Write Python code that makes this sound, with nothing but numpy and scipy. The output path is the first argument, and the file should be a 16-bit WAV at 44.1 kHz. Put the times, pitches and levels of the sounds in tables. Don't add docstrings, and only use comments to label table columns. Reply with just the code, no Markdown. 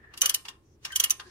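import sys
import numpy as np
from scipy import signal
from scipy.fft import rfft, irfft, next_fast_len
from scipy.io import wavfile
from scipy.ndimage import map_coordinates

SR = 44100
rng = np.random.default_rng(int(sys.argv[2]) if len(sys.argv) > 2 else 0)


def master_out(mix):
    frames = np.transpose(np.atleast_2d(mix))
    ceiling = np.clip(frames, -1, 1)
    pcm = np.round(ceiling * 32767).astype(np.int16)
    wavfile.write(sys.argv[1], SR, pcm)


N = 57330


def amp(db):
    return 10 ** (np.asarray(db) / 20)


def unit(x):
    return x / np.sqrt(np.mean(x ** 2) + 1e-20)


def along(points, hz):
    point_hz, values = np.transpose(points)
    return np.interp(np.log(hz + 1), np.log(point_hz + 1), values)


def filtered(x, response):
    n = x.shape[-1]
    padded = next_fast_len(n + 8192)
    spectrum = rfft(x, padded) * response(np.fft.rfftfreq(padded, 1 / SR))
    return irfft(spectrum, padded)[..., :n]


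def wobble(rate, n):
    at = np.arange(n) * rate / SR
    return map_coordinates(rng.standard_normal(N // 8), [at], mode="wrap")


def noise(spectrum, side, n, tilt_db=0):
    def colour(hz):
        return along(spectrum, hz) + tilt_db * np.log2((hz + 100) / 3000)

    def mid_side_gain(hz):
        return amp([colour(hz), colour(hz) + along(side, hz)])

    mid, side_signal = filtered(rng.standard_normal((2, n)), mid_side_gain)
    return unit(np.array([mid + side_signal, mid - side_signal]))


def panned(db):
    return amp([[db / 2], [-db / 2]])


def add(out, s, sound):
    i = round(s * SR)
    part = sound[:, max(-i, 0):N - i]
    out[:, max(i, 0):][:, :part.shape[1]] += part


def struck(t, attack, t60):
    return (1 - np.exp(-t / attack)) * np.exp(-np.log(1000) * t / t60)


BLUR_RAD = 0.33


def ring(modes, t, attack=0.001, scatter_db=-0.73):
    out = 0
    for hz, db, t60, pan_db, lag in modes:
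        drift = BLUR_RAD * np.array([wobble(450, len(t)), wobble(400, len(t))])
        phase = 2 * np.pi * (hz * t + rng.random()) + drift + np.array([[lag], [0]])
        level = amp(db + scatter_db * rng.standard_normal())
        out = out + level * panned(pan_db) * struck(t, attack, t60) * np.sin(phase)
    return out


# frequency in Hz, side level against the middle in dB.
BAY_SIDE = [(300, -5), (1200, -5.5), (2500, 4), (6000, 1.5), (14000, -1)]


def scattered(spectrum, n, tilt_db=0, ripple_db=3, ripple_hz=170):
    knots = rng.standard_normal((2, 400))

    def ripple(hz):
        curves = [map_coordinates(k, [hz / ripple_hz], mode="wrap") for k in knots]
        return amp(ripple_db * np.array(curves))

    return unit(filtered(noise(spectrum, BAY_SIDE, n, tilt_db), ripple))


# time in s, base level in dB, lead of the first touch in s, first touch in dB,
# handle ring, head ring and socket ring in dB against the base level, left-right difference in dB.
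CLICKS = [(0.2162, -17, 0.006, -7.5, -3, -10.5, 8, -1.5), (0.2581, -18.5, 0.0024, -19, 0.5, -12, 2.5, -1),
          (0.2946, -20, 0.0014, -6.5, -6.5, -23, 2.5, 1), (0.3445, -20, 0.0028, -5, -1, -17, -0.5, -1),
          (0.9595, -18.5, 0.0014, -5, -2, 4.5, 1.5, -2.5), (0.9994, -18.5, 0.001, -2.5, -4, 5.5, 6, -4),
          (1.0396, -17.5, 0.0015, -2.5, -1.5, 1, -4, 0), (1.1053, -19, .0076, -5.5, -9.5, -29, 10.5, -1.5)]
# frequency in Hz, mean level in dB, t60 in s,
# left-right difference in dB, phase between the sides in rad.
HANDLE_MODES = [(2978, 1.5, 0.053, 5, 2.31)]
HEAD_MODES = [(3227, 0.005, 0.026, -0.82, 1.1)]
SOCKET_MODES = [(6168, 2.5, 0.032, -3.5, 1.98), (5640, -17, 0.057, -0.5, 1.1)]
PAWL_MODES = [(7500, -15.5, 0.022, 4, 0.6), (10350, -10, 0.017, 0.5, 1.3), (10990, -8.5, 0.065, -10.5, 2),
              (13600, -10.5, 0.04, -5, 1.1)]
# frequency in Hz, relative level in dB.
CRACK_SPECTRUM = [(200, -37), (1100, -13.5), (2400, -7), (3100, 0), (3700, -4), (5400, 1), (8000, -1.5),
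                  (10500, 2.5), (14500, -1), (16000, -9.5)]
CRACK_DB, CRACK_ATTACK_S, CRACK_T60_S = 1.5, 0.00092, 0.046
SNAP_DB, SNAP_T60_S = 2, 0.0042
RIDE_DB, RIDE_S = -12.5, 0.003
TOUCH_T60_S = 0.014


def ratchet(grain_db=2.5):
    cracks, rings = np.zeros((2, N)), np.zeros((2, N))
    t = np.arange(SR // 5) / SR
    for s, db, lead, touch_db, handle_db, head_db, socket_db, pan_db in CLICKS:
        size = amp(db + CRACK_DB) * panned(pan_db)
        ride = amp(RIDE_DB) * np.exp((t - t[-1]) / RIDE_S)
        add(cracks, s - t[-1], size * ride * scattered(CRACK_SPECTRUM, len(t)))

        snap = amp(SNAP_DB) * struck(t, 0.0003, SNAP_T60_S)
        for at, share_db, t60 in [(s - lead, touch_db, TOUCH_T60_S), (s, 0, CRACK_T60_S)]:
            grain = amp(grain_db * wobble(SR / 40, len(t)))
            chatter = struck(t, CRACK_ATTACK_S, t60) * grain
            blow = (snap + chatter) * scattered(CRACK_SPECTRUM, len(t))
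            add(cracks, at, size * amp(share_db) * blow)

        parts = [(HANDLE_MODES, handle_db), (HEAD_MODES, head_db),
                 (SOCKET_MODES, socket_db), (PAWL_MODES, 0)]
        for modes, share_db in parts:
            add(rings, s, amp(db + share_db) * ring(modes, t))
    return cracks, rings


# time in s, base level in dB, treble tilt in
# dB per octave, tool ring in dB, contact pitch in Hz, contact ring in dB; rings against the base level.
KNOCKS = [(0.138, -43.5, -1, 2, 1810, -9), (0.1749, -35.5, 6, -4.5, 11080, 2.5),
          (0.4523, -38, -0.5, -1.5, 3500, -10), (0.4839, -33.2, 1.8, -1, 3400, 2.5),
          (0.8498, -27.5, 1.3, -4, 5560, 4.5), (0.92, -37.5, 6, -9, 1915, 1.5),
          (1.1979, -34, -2.5, -5, 4470, -2)]
# frequency in Hz, relative level in dB.
KNOCK_SPECTRUM = [(220, -35), (480, -12), (760, -10), (1200, -1), (2300, -7), (3000, -3), (3700, -5),
                  (5200, -5.5), (8000, -13), (15000, -24)]
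# frequency in Hz,
# mean level in dB, t60 in s, left-right difference in dB, phase between the sides in rad.
LOADED_MODES = [(2790, -1, 0.041, 9.5, 0.99), (1260, -20, 0.037, -0.5, 0.5)]
KNOCK_ATTACK_S, KNOCK_T60_S = 0.0012, 0.065
KNOCK_TOUCH_S, KNOCK_TOUCH_DB = 0.0032, -14
SEAT_S, SEAT_DB = 0.012, -23
CONTACT_T60_S = 0.026


def knocks():
    out = np.zeros((2, N))
    t = np.arange(SR // 5) / SR
    for s, db, tilt_db, ring_db, contact_hz, contact_db in KNOCKS:
        snap = amp(SNAP_DB) * struck(t, KNOCK_ATTACK_S, SNAP_T60_S)
        body = struck(t, KNOCK_ATTACK_S, KNOCK_T60_S) + snap
        scrape = amp(SEAT_DB) * np.exp((t - t[-1]) / SEAT_S)
        touch = amp(KNOCK_TOUCH_DB) * body
        for at, shape in [(s - t[-1], scrape), (s - KNOCK_TOUCH_S, touch), (s, body)]:
            add(out, at, amp(db) * shape * scattered(KNOCK_SPECTRUM, len(t), tilt_db))

        contact = ring([(contact_hz, contact_db, CONTACT_T60_S, 0, 1)], t)
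        add(out, s, amp(db) * (amp(ring_db) * ring(LOADED_MODES, t) + contact))
    return out


# start in s, length in s, level in dB.
RUBS = [(0.219, 0.049, -34.5), (0.269, .055, -44), (0.815, 0.19, -57), (0.985, 0.086, -42.5)]
# frequency in Hz, relative level in dB.
RUB_SPECTRUM = [(200, -36), (560, -5), (760, -14.5), (1200, 1), (2100, -4), (3700, -7), (6000, -8),
                (14000, -19)]
RUB_RING_DB = -2.5


def rubbing(grain_db=5):
    out = np.zeros((2, N))
    t = np.arange(SR // 4) / SR
    sustained = [(hz, db + RUB_RING_DB, np.inf, pan_db, lag)
                 for hz, db, _, pan_db, lag in HANDLE_MODES + SOCKET_MODES]
    for s, length, db in RUBS:
        n = int(length * SR)
        jerks = amp(grain_db * np.tanh(2 * wobble(600, len(t))))
        grainy = unit(scattered(RUB_SPECTRUM, len(t)) * jerks)
        rub = (grainy + ring(sustained, t))[:, :n]
        add(out, s, amp(db) * rub * signal.windows.tukey(n, 0.5))
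    return out


# start in s, length in s, mean pitch in Hz, level in dB,
# level of the octave against the fundamental in dB.
SQUEAKS = [(0.921, .024, 1546, -40, 4), (1.049, 0.021, 2900, -31.5, -15), (1.253, 0.043, 361, -51.5, -26)]
SQUEAK_WAVER, SQUEAK_WAVER_RATE = 0.015, 300


def squeaks():
    out = np.zeros((2, N))
    for s, length, hz, db, octave_db in SQUEAKS:
        n = int(length * SR)
        pitch = hz * (1 + SQUEAK_WAVER * wobble(SQUEAK_WAVER_RATE, n))
        side_lag = np.array([[hz / 2000], [0]])
        phase = 2 * np.pi * np.cumsum(pitch) / SR + side_lag
        swell = np.sin(np.pi * np.arange(n) / n)
        tone = np.sin(phase) + amp(octave_db) * np.sin(2 * phase)
        add(out, s, amp(db) * swell * tone)
    return out


# frequency in Hz, relative level in dB, t60 in s.
SHEET_MODES = [(1025, -32, 0.31), (1063, -34, 0.45), (1238, -35.5, 0.2), (1324, -40, 0.2),
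               (1818, -27.5, 0.21)]
SHEET_DB = -6


def sheet_metal(knock_gain_db=9):
    out = np.zeros((2, N))
    t = np.arange(SR // 2) / SR
    blows = [row[:2] for row in CLICKS]
    blows += [(s, db + knock_gain_db) for s, db, *_ in KNOCKS]
    for s, db in blows:
        tone = 0
        for hz, level, t60 in SHEET_MODES:
            sine = np.sin(2 * np.pi * (hz * t + rng.random()))
            tone = tone + amp(level) * struck(t, 0.0015, t60) * sine
        add(out, s, amp(db + SHEET_DB) * panned(-6) * tone)
    return out


# start in s (below zero: already under way),
# length in s, centre in Hz, half-width in Hz, mean level in dB.
SLIDES = [(-.06, 0.29, 1780, 89, -60), (-.08, 0.37, 1400, 980, -65), (.615, 0.17, 5960, 640, -76),
          (.898, 0.043, 1820, 240, -45), (1.24, 0.1, 1690, 170, -57), (1.21, 0.22, 4530, 1900, -60.5)]


def sliding(waver_db=2.5):
    out = np.zeros((2, N))
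    for s, length, centre, width, db in SLIDES:
        n = int(length * SR)
        white = rng.standard_normal((2, n))
        band = unit(filtered(white, lambda hz: 1 / (1 + ((hz - centre) / width) ** 2)))
        level = amp(db + waver_db * wobble(65, n))
        add(out, s, level * band * signal.windows.tukey(n, 0.5))
    return out


# frequency in Hz, t60 in s.
ROOM_T60 = [(300, 0.4), (2000, 0.22), (6000, 0.22), (10000, 0.52), (15000, 0.1)]
# frequency in Hz, gain in dB.
ROOM_COLOUR = [(1200, -0.5), (3000, -12), (6000, -17), (10000, -23.5)]
ROOM_BUILD_S = 0.0023


def workshop(x):
    hz, t, z = signal.stft(rng.standard_normal((2, SR * 3 // 4)), SR, nperseg=256)
    t60 = along(ROOM_T60, hz)[:, None]
    z = z * struck(t, ROOM_BUILD_S, t60)
    z = z / np.sqrt(t60)
    tail = signal.istft(z, SR, nperseg=256)[1]
    wet = signal.fftconvolve(x, tail / np.linalg.norm(tail[0]), axes=1)[:, :N]
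    return filtered(wet, lambda f: amp(along(ROOM_COLOUR, f)))


# frequency in Hz, relative level in dB.
HUM_SPECTRUM = [(20, -13), (55, -6), (75, 4.5), (95, -7.5), (120, -1), (180, -12.5), (380, -7.5),
                (600, -23), (1500, -34.5), (15000, -47.5)]
# frequency in Hz, side level against the middle in dB.
HUM_SIDE = [(250, -15), (1000, 0)]
HUM_DB = -60.5


def hum():
    return amp(HUM_DB) * noise(HUM_SPECTRUM, HUM_SIDE, N)


RING_ROOM_DB = -6


def scene():
    cracks, rings = ratchet()
    tool = cracks + knocks() + rubbing() + squeaks()
    room = workshop(tool + amp(RING_ROOM_DB) * rings)
    return tool + rings + sliding() + sheet_metal() + room + hum()


TOP_HZ = 15700


def record(dry):
    return filtered(dry, lambda hz: 1 / np.sqrt(1 + (hz / TOP_HZ) ** 120))


dry = scene()
out = record(dry)
master_out(out)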